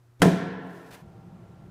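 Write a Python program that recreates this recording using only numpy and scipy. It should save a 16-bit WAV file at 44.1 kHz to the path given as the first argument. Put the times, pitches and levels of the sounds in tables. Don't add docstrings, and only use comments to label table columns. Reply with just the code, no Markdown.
import sys
import numpy as np
from scipy import signal
from scipy.fft import rfft, irfft
from scipy.io import wavfile
from scipy.ndimage import uniform_filter1d

SR = 44100
rng = np.random.default_rng(int(sys.argv[2]) if len(sys.argv) > 2 else 0)


def bounce(signal):
    frames = np.transpose(np.atleast_2d(signal))
    limited = np.clip(frames, -1, 1)
    pcm = np.round(limited * 32767).astype(np.int16)
    wavfile.write(sys.argv[1], SR, pcm)


N = 74970


def gain(db):
    return 10 ** (np.asarray(db) / 20)


def normalise(x):
    return x / np.sqrt(np.mean(x ** 2))


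def since(start):
    return np.maximum(np.arange(N) / SR - start, 0)


def fade(age, ring_s):
    return np.exp(-np.log(1000) * age / ring_s)


def look_up(hz, points, values):
    return np.interp(np.log(np.maximum(hz, 1)), np.log(points), values)


def colour(x, table, size=4096):
    hz, db = np.array(table).T
    gains = normalise(gain(look_up(np.fft.rfftfreq(size, 1 / SR), hz, db)))
    cepstrum = irfft(np.log(gains))
    cepstrum[1:size // 2] *= 2
    cepstrum[size // 2 + 1:] = 0
    return signal.oaconvolve(x, irfft(np.exp(rfft(cepstrum))))[:N]


def grains(spread_db):
    return normalise(rng.standard_normal(N) * gain(spread_db * rng.standard_normal(N)))


def wobble(rate_hz):
    hold = int(SR / rate_hz)
    steps = np.repeat(rng.standard_normal(N // hold + 1), hold)
    return normalise(uniform_filter1d(steps, hold)[:N])


def tone(hz, db):
    return np.sqrt(2) * gain(db) * np.sin(2 * np.pi * (hz * since(0) + rng.random()))


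# (pitch [Hz], level [dB])
HUM_TONES = [(119, -59), (360, -75)]
# (frequency [Hz], relative level [dB])
HISS_COLOUR = [(30, -15.5), (120, 2.5), (200, -12.5), (400, -15), (800, -17), (1500, -20), (2500, -29),
               (6000, -32.5), (15000, -37.5)]
def hum_and_hiss():
    hiss = gain(-64) * colour(rng.standard_normal(N), HISS_COLOUR)
    return hiss + sum(tone(hz, db) for hz, db in HUM_TONES)


def corner_touch(start_s=0.19, cutoff_hz=238):
    swell = np.interp(since(0), [start_s, BOARD_BLOWS[0][0], BOARD_BLOWS[1][0]], [0, 1, 0])
    keep_lows = signal.butter(2, cutoff_hz, fs=SR, output="sos")
    return gain(-29) * swell ** 2 * normalise(signal.sosfilt(keep_lows, rng.standard_normal(N)))


# (start [s], peak [s], end [s], level [dB])
CLOTH_RUBS = [(0.191, 0.202, 0.22, -55), (0.58, 0.77, 0.96, -59), (0.842, 0.87, 0.96, -62.5),
              (0.905, 0.911, 0.954, -52.5), (0.919, 0.949, 0.966, -46.5), (0.957, 0.967, 1.052, -56)]
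# (frequency [Hz], relative level [dB])
CLOTH_COLOUR = [(100, 0.5), (500, 8), (1000, -2), (1700, 2), (3000, -2), (6000, -8), (10000, -10.5),
                (15500, -14)]
def cloth_rub():
    level = sum(gain(db) * np.interp(since(0), [start, peak, end], [0, 1, 0])
                for start, peak, end, db in CLOTH_RUBS)
    flutter = gain(0.5 * wobble(rate_hz=140))
    return colour(level * flutter * grains(spread_db=3.5), CLOTH_COLOUR)


# (time [s], relative level [dB], contact time [ms])
BOARD_BLOWS = [(0.2196, -1, 0.56), (0.2308, -4.5, 0.35), (0.257, 3, 1.33), (0.2797, -6, 1.46)]
# (pitch [Hz], relative level [dB], ring time [s])
BOARD_NOTES = [(128, -33, .2), (165.8, -19, 0.46), (180, -14, 0.25), (265.3, -19.5, 0.19),
               (329.8, -15, 0.091), (403.8, -15.5, 0.14), (447, -23.5, 0.11), (600, -17.5, 0.046),
               (660.8, -14, 0.16), (694.7, -19, .14), (1024, -22, 0.048), (1328, -14, 0.043),
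               (1640, -9, 0.021), (1704, -6, 0.024)]
def board_boom(bass_cut_hz=93):
    t = since(0)[:N // 2]
    ring = sum(gain(db) * np.cos(2 * np.pi * hz * t) * fade(t, ring_s) for hz, db, ring_s in BOARD_NOTES)
    force = np.zeros(N)
    for start, db, contact_ms in BOARD_BLOWS:
        progress = np.minimum(4000 * since(start) / contact_ms, 50)
        push = progress * np.exp(-progress)
        force += gain(db) * push / push.sum()
    cut_bass = signal.butter(2, bass_cut_hz, "high", fs=SR, output="sos")
    return signal.sosfilt(cut_bass, signal.fftconvolve(force, ring)[:N])


# (frequency [Hz], relative level [dB])
CLATTER_COLOUR = [(40, -22.5), (90, -29.5), (150, 5), (300, 5.5), (520, 2.5), (750, -4), (1050, -2.5),
                  (1200, -19), (1400, -7.5), (1800, -10.5), (2200, -19), (8000, -35)]
def board_clatter():
    age = since(BOARD_BLOWS[0][0])
    burst = (age > 0) * fade(age, ring_s=0.33) * rng.standard_normal(N)
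    return gain(-16.5) * colour(burst, CLATTER_COLOUR)


# (time [s], level [dB], decay time [s])
CRUNCH_BURSTS = [(0.2200, -12.5, 0.0038), (0.2278, -26, .004)]
# (frequency [Hz], relative level [dB])
CRUNCH_COLOUR = [(40, 0), (200, 5.5), (800, -1), (1200, -1.5), (1450, 0.5), (1850, 0), (2300, -4.5),
                 (3100, -7), (4500, -11.5), (7000, -11.5), (11000, -15.5), (15500, -30)]
def filling_crunch(rise_s=0.0033, settle_db=-29, settle_s=0.057):
    age = since(CRUNCH_BURSTS[0][0])
    level = gain(settle_db) * np.exp(-age / settle_s) * (age > 0)
    for peak, db, decay_s in CRUNCH_BURSTS:
        rise = np.minimum(since(peak - rise_s) / rise_s, 1)
        level += gain(db) * rise ** 2 * np.exp(-since(peak) / decay_s)
    return colour(level * grains(spread_db=4), CRUNCH_COLOUR)


def crunch_at_walls():
    click = signal.unit_impulse(N, int(CRUNCH_BURSTS[0][0] * SR))
    return gain(10) * colour(click, CRUNCH_COLOUR)


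# (frequency [Hz], level [dB], ring time [s])
ECHO_BANDS = [(49.96, -14.5, 0.89), (110, -7.5, 2.3), (180, -13, 1.6), (280, -4, 1.13), (500, -10.5, 1.64),
              (1000, -9.5, 2.2), (1720, -5, 1.7), (3000, -6.5, 1.19), (6000, -7.5, 0.58),
              (14180, -21, 0.39)]
def garage_echo(sound, bands=16, delay_s=0.012, build_s=0.0048):
    hz, db, ring_s = np.array(ECHO_BANDS).T
    centres = np.geomspace(60, 14000, bands)
    band_position = look_up(np.fft.rfftfreq(N, 1 / SR), centres, np.arange(bands))
    noise_spectrum = rfft(rng.standard_normal(N))
    age = since(delay_s)
    build = 1 - np.exp(-age / build_s)
    tail = np.zeros(N)
    for k, centre in enumerate(centres):
        share = np.maximum(1 - abs(band_position - k), 0)
        band = irfft(noise_spectrum * share, N) * build * fade(age, look_up(centre, hz, ring_s))
        band *= np.sqrt(np.mean(share ** 2) / np.sum(band ** 2))
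        tail += gain(look_up(centre, hz, db)) * band
    return signal.fftconvolve(sound, tail)[:N]


# (frequency [Hz], relative level [dB])
RUMBLE_COLOUR = [(30, -21.5), (70, -4.5), (110, 2), (180, -1.5), (250, -11), (400, -13), (550, -17),
                 (750, -18.5), (1100, -23), (1500, -29), (2000, -33), (4000, -42), (8000, -49.5),
                 (15000, -60)]
# (pitch [Hz], level before wavering [dB])
DRONE_TONES = [(177.6, -54.5), (350, -67), (673, -71.5), (780, -71.5)]
def late_rumble(start_s=1.01, rise_s=0.017):
    noise = gain(-49) * colour(rng.standard_normal(N), RUMBLE_COLOUR)
    drone = sum(tone(hz, db) * (1 + 0.79 * wobble(rate_hz=44)) for hz, db in DRONE_TONES)
    whine = tone(hz=1368, db=-72.5) * (1 + 0.14 * wobble(rate_hz=24.5))
    return np.minimum(since(start_s) / rise_s, 1) * (noise + drone + whine)


def scene(break_s=1.018, break_fade_s=0.014):
    wood = corner_touch() + board_boom() + board_clatter()
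    cloth = cloth_rub()
    echo = garage_echo(wood + crunch_at_walls() + gain(-10) * cloth)
    break_off = 1 - np.minimum(since(break_s) / break_fade_s, 1)
    throw = break_off * (wood + filling_crunch() + cloth + echo)
    return (hum_and_hiss() + throw + late_rumble())[None, :]


def record(dry, top_hz=15500):
    cut_treble = signal.ellip(10, .2, 80, top_hz, fs=SR, output="sos")
    return signal.sosfilt(cut_treble, np.tanh(dry))


dry = scene()
out = record(dry)
bounce(out)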